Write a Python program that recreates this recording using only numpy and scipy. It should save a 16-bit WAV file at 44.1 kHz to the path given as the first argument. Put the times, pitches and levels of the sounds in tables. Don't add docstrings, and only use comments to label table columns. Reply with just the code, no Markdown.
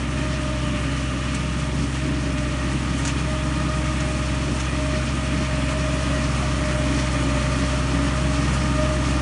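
import sys
import numpy as np
from scipy import signal
from scipy.fft import rfft, irfft, next_fast_len
from scipy.io import wavfile

SR = 44100
rng = np.random.default_rng(int(sys.argv[2]) if len(sys.argv) > 2 else 0)


def to_wav(sig):
    pcm = np.clip(np.atleast_2d(sig), -1, 1) * 32767
    pcm = np.round(pcm).astype(np.int16)
    wavfile.write(sys.argv[1], SR, pcm.T)


N = 406161
TIME = np.arange(N) / SR

# deepest_s, sag_hz, half_length_s
CROP_WADS = [(0, 1.0, .17), (0.8, 1.7, .24), (1.15, .9, .15), (1.48, .8, .24), (2.48, 1.7, .19),
             (6.69, .85, .2), (7.26, 1.6, .25), (7.8, 1.0, .25), (8.6, .2, .2), (9.1, .45, .25)]
# peak_s, rise_hz, half_length_s
GOVERNOR_OVERSHOOTS = [(2.0, 1.0, .15), (5.24, .9, .14), (5.88, .35, .15)]
# multiple, relative_db
HARVESTER_EXHAUST = [(1, -3), (1.5, -23), (2, -6), (2.5, -29), (3, -19), (3.5, -23), (4, -17.5)]
HAULER_EXHAUST = [(1, -38.5), (2, -44.5)]
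# frequency_hz, relative_db
RUMBLE_SPECTRUM = [(22, -24.5), (35, -16.5), (55, -9), (90, -6.5), (125, -9), (160, 1.5), (220, -1),
                   (270, -2.5), (320, -6.5), (370, -7), (415, -16.5), (520, -20)]
CLATTER_SPECTRUM = [(350, -21.5), (470, -6), (570, -0.5), (730, -6.5), (850, -5), (1000, -2), (1220, 1),
                    (1600, -5), (1860, -5), (2050, -8.5), (2450, -7), (3050, -10), (3800, -13.5),
                    (6000, -46)]
HISS_SPECTRUM = [(2500, 0), (3850, -4.5), (4250, 2.5), (4900, -0.5), (5400, 1.5), (6600, 0), (7550, -3),
                 (8300, -2), (9600, -4), (10150, -7.5), (10450, -18.5)]
# time_s, level_db
CHOPPING_LOAD = [(0, -34), (0.7, -34), (2.15, -35), (3.4, -34), (5.0, -33.5), (7.2, -32.5), (9.21, -33.5)]
# pitch_hz, width_hz, relative_db
PANEL_MODES = [(818, 36, -5), (1210, 38, -13.5), (1757, 43, -11.5), (1863, 62, -4), (1965, 90, -5),
               (2206, 90, -3.5), (2457, 83, -3), (2670, 76, -8.5), (2800, 75, -7), (2980, 88, -8),
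               (3100, 60, -10), (3340, 71, -6)]
# multiple, relative_db
KNIFE_RING_ORDERS = [(12, -11), (16, -12), (20, -14), (22, -16), (28, -16.5)]
# time_s, growl_db, middle_db, whine_db, ring_db
KNIFE_LEVELS = [(0, -39.5, -53, -46, -48), (0.55, -35.5, -48, -43.5, -39), (1.0, -44, -56, -42.5, -42),
                (1.45, -50, -49, -44, -48), (2.05, -36.5, -54, -50, -57), (2.9, -41, -51, -45, -41),
                (3.7, -36, -48, -38.5, -45), (4.3, -37.5, -51, -44, -47), (4.8, -43.5, -48, -48, -40.5),
                (5.7, -45, -59, -46.5, -40), (6.2, -44, -55, -43.5, -47), (6.8, -37.5, -50, -51, -43),
                (7.25, -40.5, -42.5, -43.5, -38), (7.75, -47, -47.5, -40, -49), (8.2, -47, -53, -45.5, -42),
                (8.7, -38.5, -47, -38, -45), (9.21, -38.5, -48, -46, -41)]
# multiple, relative_db
SHAFT_HARMONICS = [(1, -3), (2, -23.5), (4, -26.5)]
# time_s, rate_hz
SHAFT_THROB_RATE = [(0, 2.9), (2.2, 2.25), (5.8, 2.25), (6.6, 2.75), (9.21, 2.75)]
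# time_s, level_db, throb_depth (0-1)
SHAFT_LEVELS = [(0, -32.5, 0), (1.1, -32.5, 0.6), (2.3, -30.5, 0.3), (4.2, -35, 0.62), (5.8, -31, 0.2),
                (6.3, -35, 0.4), (7.0, -33.5, 0.8), (8.1, -30, 0.6), (9.21, -36, 0.8)]
# start_s, length_s, level_db
CROP_BATCHES = [(0.112, 0.75, -37.5), (0.8, 1.03, -42.5), (1.99, 0.79, -38.5), (2.8, 0.61, -44),
                (3.257, 0.26, -35), (3.546, 1.06, -38.5), (4.748, 0.32, -33.5), (5.18, 0.29, -35),
                (5.45, 0.26, -38), (5.65, 0.45, -34.5), (6.083, 0.29, -34.5), (6.32, 0.4, -39),
                (6.577, 0.36, -34), (6.917, 0.96, -37), (7.84, 0.91, -39), (8.77, 0.21, -27.5),
                (8.98, 0.37, -41)]
# pitch_ratio, relative_db
HOWL_SIDE_TONES = [(0.917, 0), (1.045, -3)]
# peak_s, level_db, half_length_s
HOWL_SIDE_SWELLS = [(1.05, -50, 0.2), (6.1, -48.5, 0.27), (7.25, -48, 0.39)]
# peak_s, level_db, half_length_s, centre_hz
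TOUGH_STEMS = [(0.945, -44, 0.71, 2840), (4.2, -48, 0.49, 2520), (5.25, -47, 0.73, 2260),
               (5.75, -42.5, 0.29, 2500), (6.17, -40, 0.15, 1850), (7.2, -44.5, 0.55, 2040)]
# start_s, relative_db, length_s, squeak_hz, squeak_q, crunch_db
STALK_SNAPS = [(1.343, -32.5, 0.025, 8400, 5.4, -2), (1.585, -39, 0.044, 8000, 1, -2),
               (1.937, -42, 0.035, 6500, 1, 0), (2.38, -37.5, 0.016, 3940, 0.83, 1),
               (2.972, -39, 0.06, 8800, 3, 0), (3.05, -25, 0.0075, 6560, 3.5, -4),
               (3.054, -38, .016, 7000, 4, 3), (3.070, -27.5, 0.017, 6500, 16, -8),
               (3.077, -32, 0.014, 6700, 3, -5), (3.082, -32.5, 0.036, 2700, 3.8, -6),
               (3.847, -41, 0.035, 6000, 9, 0), (4.002, -30.5, 0.018, 6550, 10, -12),
               (4.341, -40, 0.03, 8000, 1, -2), (4.594, -36.5, 0.036, 6500, 4, 2),
               (4.648, -38, .025, 6300, 8, -6), (5.68, -41, 0.088, 8500, 3, 0),
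               (8.526, -37, 0.049, 8000, 1.08, -1), (9.103, -40, 0.027, 7000, 1.2, 3)]
# frequency_hz, relative_db
CRUNCH_SPECTRUM = [(900, 7.5), (2800, 6.0), (4500, -2.0), (8000, -2.0), (10400, -21)]


def from_db(db):
    return 10 ** (np.asarray(db) / 20)


def rms_one(x):
    return x / np.sqrt(np.mean(x ** 2) + 1e-20)


def in_time(rows):
    times, *columns = np.transpose(rows)
    return [np.interp(TIME, times, column) for column in columns]


def bumps(rows):
    return sum(height * np.exp(-((TIME - peak_s) / half_s) ** 2) for peak_s, height, half_s in rows)


def drift(rate_hz):
    step, settle = 40, 2000
    pole = np.exp(-2 * np.pi * step * rate_hz / SR)
    noise = rng.standard_normal(N // step + settle + 2)
    slow = signal.lfilter([1], [1, -2 * pole, pole * pole], noise)[settle:]
    return np.interp(np.arange(N) / step, np.arange(len(slow)), rms_one(slow))


def angle(hz):
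    return 2 * np.pi * np.cumsum(hz) / SR + rng.uniform(0, 2 * np.pi)


def coloured(x, spectrum):
    size = next_fast_len(N)
    hz, db = np.transpose(spectrum)
    octave = np.log2(np.arange(size // 2 + 1) * SR / size + 1)
    beyond = np.abs(octave - np.clip(octave, np.log2(hz[0]), np.log2(hz[-1])))
    gain = from_db(np.interp(octave, np.log2(hz), db) - 20 * beyond)
    return rms_one(irfft(rfft(x, size) * gain, size)[:N])


def hum(hz, orders=((1, 0),), *, flutter, flutter_hz):
    phase, out = angle(hz), 0
    for multiple, db in orders:
        turn = multiple * phase + rng.uniform(0, 2 * np.pi)
        blur = flutter * multiple
        tone = (1 + blur * drift(flutter_hz)) * np.sin(turn) + blur * drift(flutter_hz) * np.cos(turn)
        out = out + from_db(db) * rms_one(tone)
    return out


def grains(per_s, spread_db):
    sizes = from_db(spread_db * np.minimum(rng.exponential(1, N), 4))
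    return rms_one(sizes * rng.standard_normal(N) * (rng.random(N) < per_s / SR))


def exhausts(firing_hz, nearness):
    hauler_hz = 112 + 0.597 * drift(0.309)
    harvester = hum(firing_hz, HARVESTER_EXHAUST, flutter=0.037, flutter_hz=5.6)
    hauler = hum(hauler_hz, HAULER_EXHAUST, flutter=0.11, flutter_hz=3.3)
    return nearness ** 1.68 * from_db(-25.5) * harvester + hauler


def rumble():
    return coloured(rng.standard_normal(N), RUMBLE_SPECTRUM) * from_db(1.6 * drift(8.4))


def clatter(firing_hz, knife_hz):
    beat = 1 + 0.05 * np.cos(angle(firing_hz)) + 0.076 * np.cos(angle(2 * knife_hz))
    housing = panels(coloured(beat * rng.standard_normal(N), CLATTER_SPECTRUM))
    low = signal.sosfiltfilt(signal.butter(2, 1600, fs=SR, output="sos"), housing)
    high = housing - low
    tilt_db = 2 - 0.25 * TIME
    return low * from_db(-tilt_db + 0.5 * drift(23.0)) + high * from_db(tilt_db + drift(19.0))


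def panels(shaking):
    rings = 0
    for hz, width_hz, db in PANEL_MODES:
        swell_db = 4.5 * np.clip(drift(2.0), -2, 1)
        ring = signal.lfilter(*signal.iirpeak(hz, hz / width_hz, fs=SR), shaking)
        rings = rings + from_db(db + swell_db) * ring
    return rms_one(shaking + rings)


def crop_hiss(firing_hz):
    feed = 1 + 0.05 * np.cos(angle(firing_hz))
    hiss = coloured(feed * grains(per_s=32000, spread_db=0.6), HISS_SPECTRUM)
    coarse = signal.sosfiltfilt(signal.butter(3, 6500, fs=SR, output="sos"), hiss)
    fine = hiss - coarse
    return coarse * from_db(1.5 * drift(10.4)) + fine * from_db(drift(13.0))


def cutter(knife_hz, nearness):
    growl_db, middle_db, whine_db, ring_db = in_time(KNIFE_LEVELS)
    drone = from_db(-36.5) * hum(knife_hz, flutter=0.3, flutter_hz=6.5)
    growl = from_db(growl_db) * hum(knife_hz, [(2, 0)], flutter=0.12, flutter_hz=10.4)
    middle = from_db(middle_db) * hum(knife_hz, [(6, 0)], flutter=0.096, flutter_hz=8.7)
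    whine = from_db(whine_db) * hum(knife_hz, [(8, 0)], flutter=0.11, flutter_hz=30.0)
    ring = from_db(ring_db) * hum(knife_hz, KNIFE_RING_ORDERS, flutter=0.089, flutter_hz=11.5)
    return drone + nearness * (growl + middle + whine + ring)


def shaft(shaft_hz):
    throb_hz, = in_time(SHAFT_THROB_RATE)
    level_db, depth = in_time(SHAFT_LEVELS)
    cycles = np.cumsum(throb_hz) / SR
    cycles -= np.interp(0.22, TIME, cycles)
    throb = rms_one(1 + depth * np.cos(2 * np.pi * cycles))
    return from_db(level_db) * throb * hum(shaft_hz, SHAFT_HARMONICS, flutter=0.29, flutter_hz=5.1)


def blower(knife_hz):
    attack_s, release_s = 0.11, 0.28
    level = from_db(-49)
    for start_s, length_s, db in CROP_BATCHES:
        edges = np.minimum((TIME - start_s) / attack_s, (start_s + length_s - TIME) / release_s)
        level = np.maximum(level, from_db(db) * np.clip(edges + 0.5, 0, 1))
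    howl_hz = 4 * knife_hz + 1.8 * drift(7.0)
    tumbling = 1 + 0.13 * drift(49.0)
    swells = bumps([(peak_s, from_db(db), half_s) for peak_s, db, half_s in HOWL_SIDE_SWELLS])
    sides = sum(from_db(db) * hum(ratio * howl_hz, flutter=0.57, flutter_hz=13.0)
                for ratio, db in HOWL_SIDE_TONES)
    howl = hum(howl_hz, flutter=0.26, flutter_hz=20.0)
    return level * tumbling * howl + (from_db(-52) + swells) * sides


def rasp(knife_hz):
    orders = [(multiple, 0) for multiple in np.arange(11, 21.5, 0.5)]
    overtones = hum(knife_hz, orders, flutter=0.23, flutter_hz=5.8)
    out, edge_ratio = 0, 2 ** 0.11
    for peak_s, db, half_s, hz in TOUGH_STEMS:
        band = signal.butter(2, [hz / edge_ratio, hz * edge_ratio], "band", fs=SR, output="sos")
        out = out + bumps([(peak_s, from_db(db), half_s)]) * rms_one(signal.sosfilt(band, overtones))
    return out


def stalks():
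    out, cracks = np.zeros(N), grains(per_s=14000, spread_db=1.0)
    crunch = from_db(5.5) * coloured(cracks, CRUNCH_SPECTRUM)
    brush_db, brush_half_s = -22, 0.056
    for start_s, db, length_s, squeak_hz, q, crunch_db in STALK_SNAPS:
        span = slice(int((start_s - 0.15) * SR), min(N, int((start_s + 0.25) * SR)))
        since_s = TIME[span] - start_s
        age = np.maximum(since_s, 0) / length_s
        snap = np.sqrt(2 * np.e * age) * np.exp(-np.e * age ** 2)
        brush = from_db(brush_db) * np.exp(-((since_s - length_s / 2) / brush_half_s) ** 2)
        squeal = signal.lfilter(*signal.iirpeak(squeak_hz, max(q, 1), fs=SR), cracks[span])
        fibres = rms_one(squeal) + from_db(crunch_db) * crunch[span]
        out[span] += from_db(db - 4.5) * np.maximum(snap, brush) * fibres
    return out


def squeak(peak_s=6.435, level_db=-35, half_s=0.015, pitch_hz=712):
    tone = hum(np.full(N, pitch_hz), flutter=0.3, flutter_hz=40.0)
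    return bumps([(peak_s, from_db(level_db), half_s)]) * tone


def scene():
    start_m, approach_m_per_s, governed_hz = 44.4, 1.14, 65.85
    nearness = start_m / (start_m - approach_m_per_s * TIME)
    firing_hz = governed_hz - bumps(CROP_WADS) + bumps(GOVERNOR_OVERSHOOTS)
    knife_hz, shaft_hz = 2.338 * firing_hz, 4.3 * firing_hz
    clatter_db, = in_time(CHOPPING_LOAD)
    load_db = clatter_db - clatter_db.mean()
    drones = exhausts(firing_hz, nearness) + cutter(knife_hz, nearness)
    tones = blower(knife_hz) + rasp(knife_hz) + shaft(shaft_hz)
    roar = from_db(-31.5) * rumble() + from_db(clatter_db) * clatter(firing_hz, knife_hz)
    grass = from_db(-40.5 + 1.16 * load_db) * crop_hiss(firing_hz)
    return (drones + nearness * (tones + roar + grass) + squeak() + stalks())[None]


def record(dry):
    return signal.sosfilt(signal.ellip(12, 0.1, 90, 10400, fs=SR, output="sos"), dry)


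dry = scene()
out = record(dry)
to_wav(out)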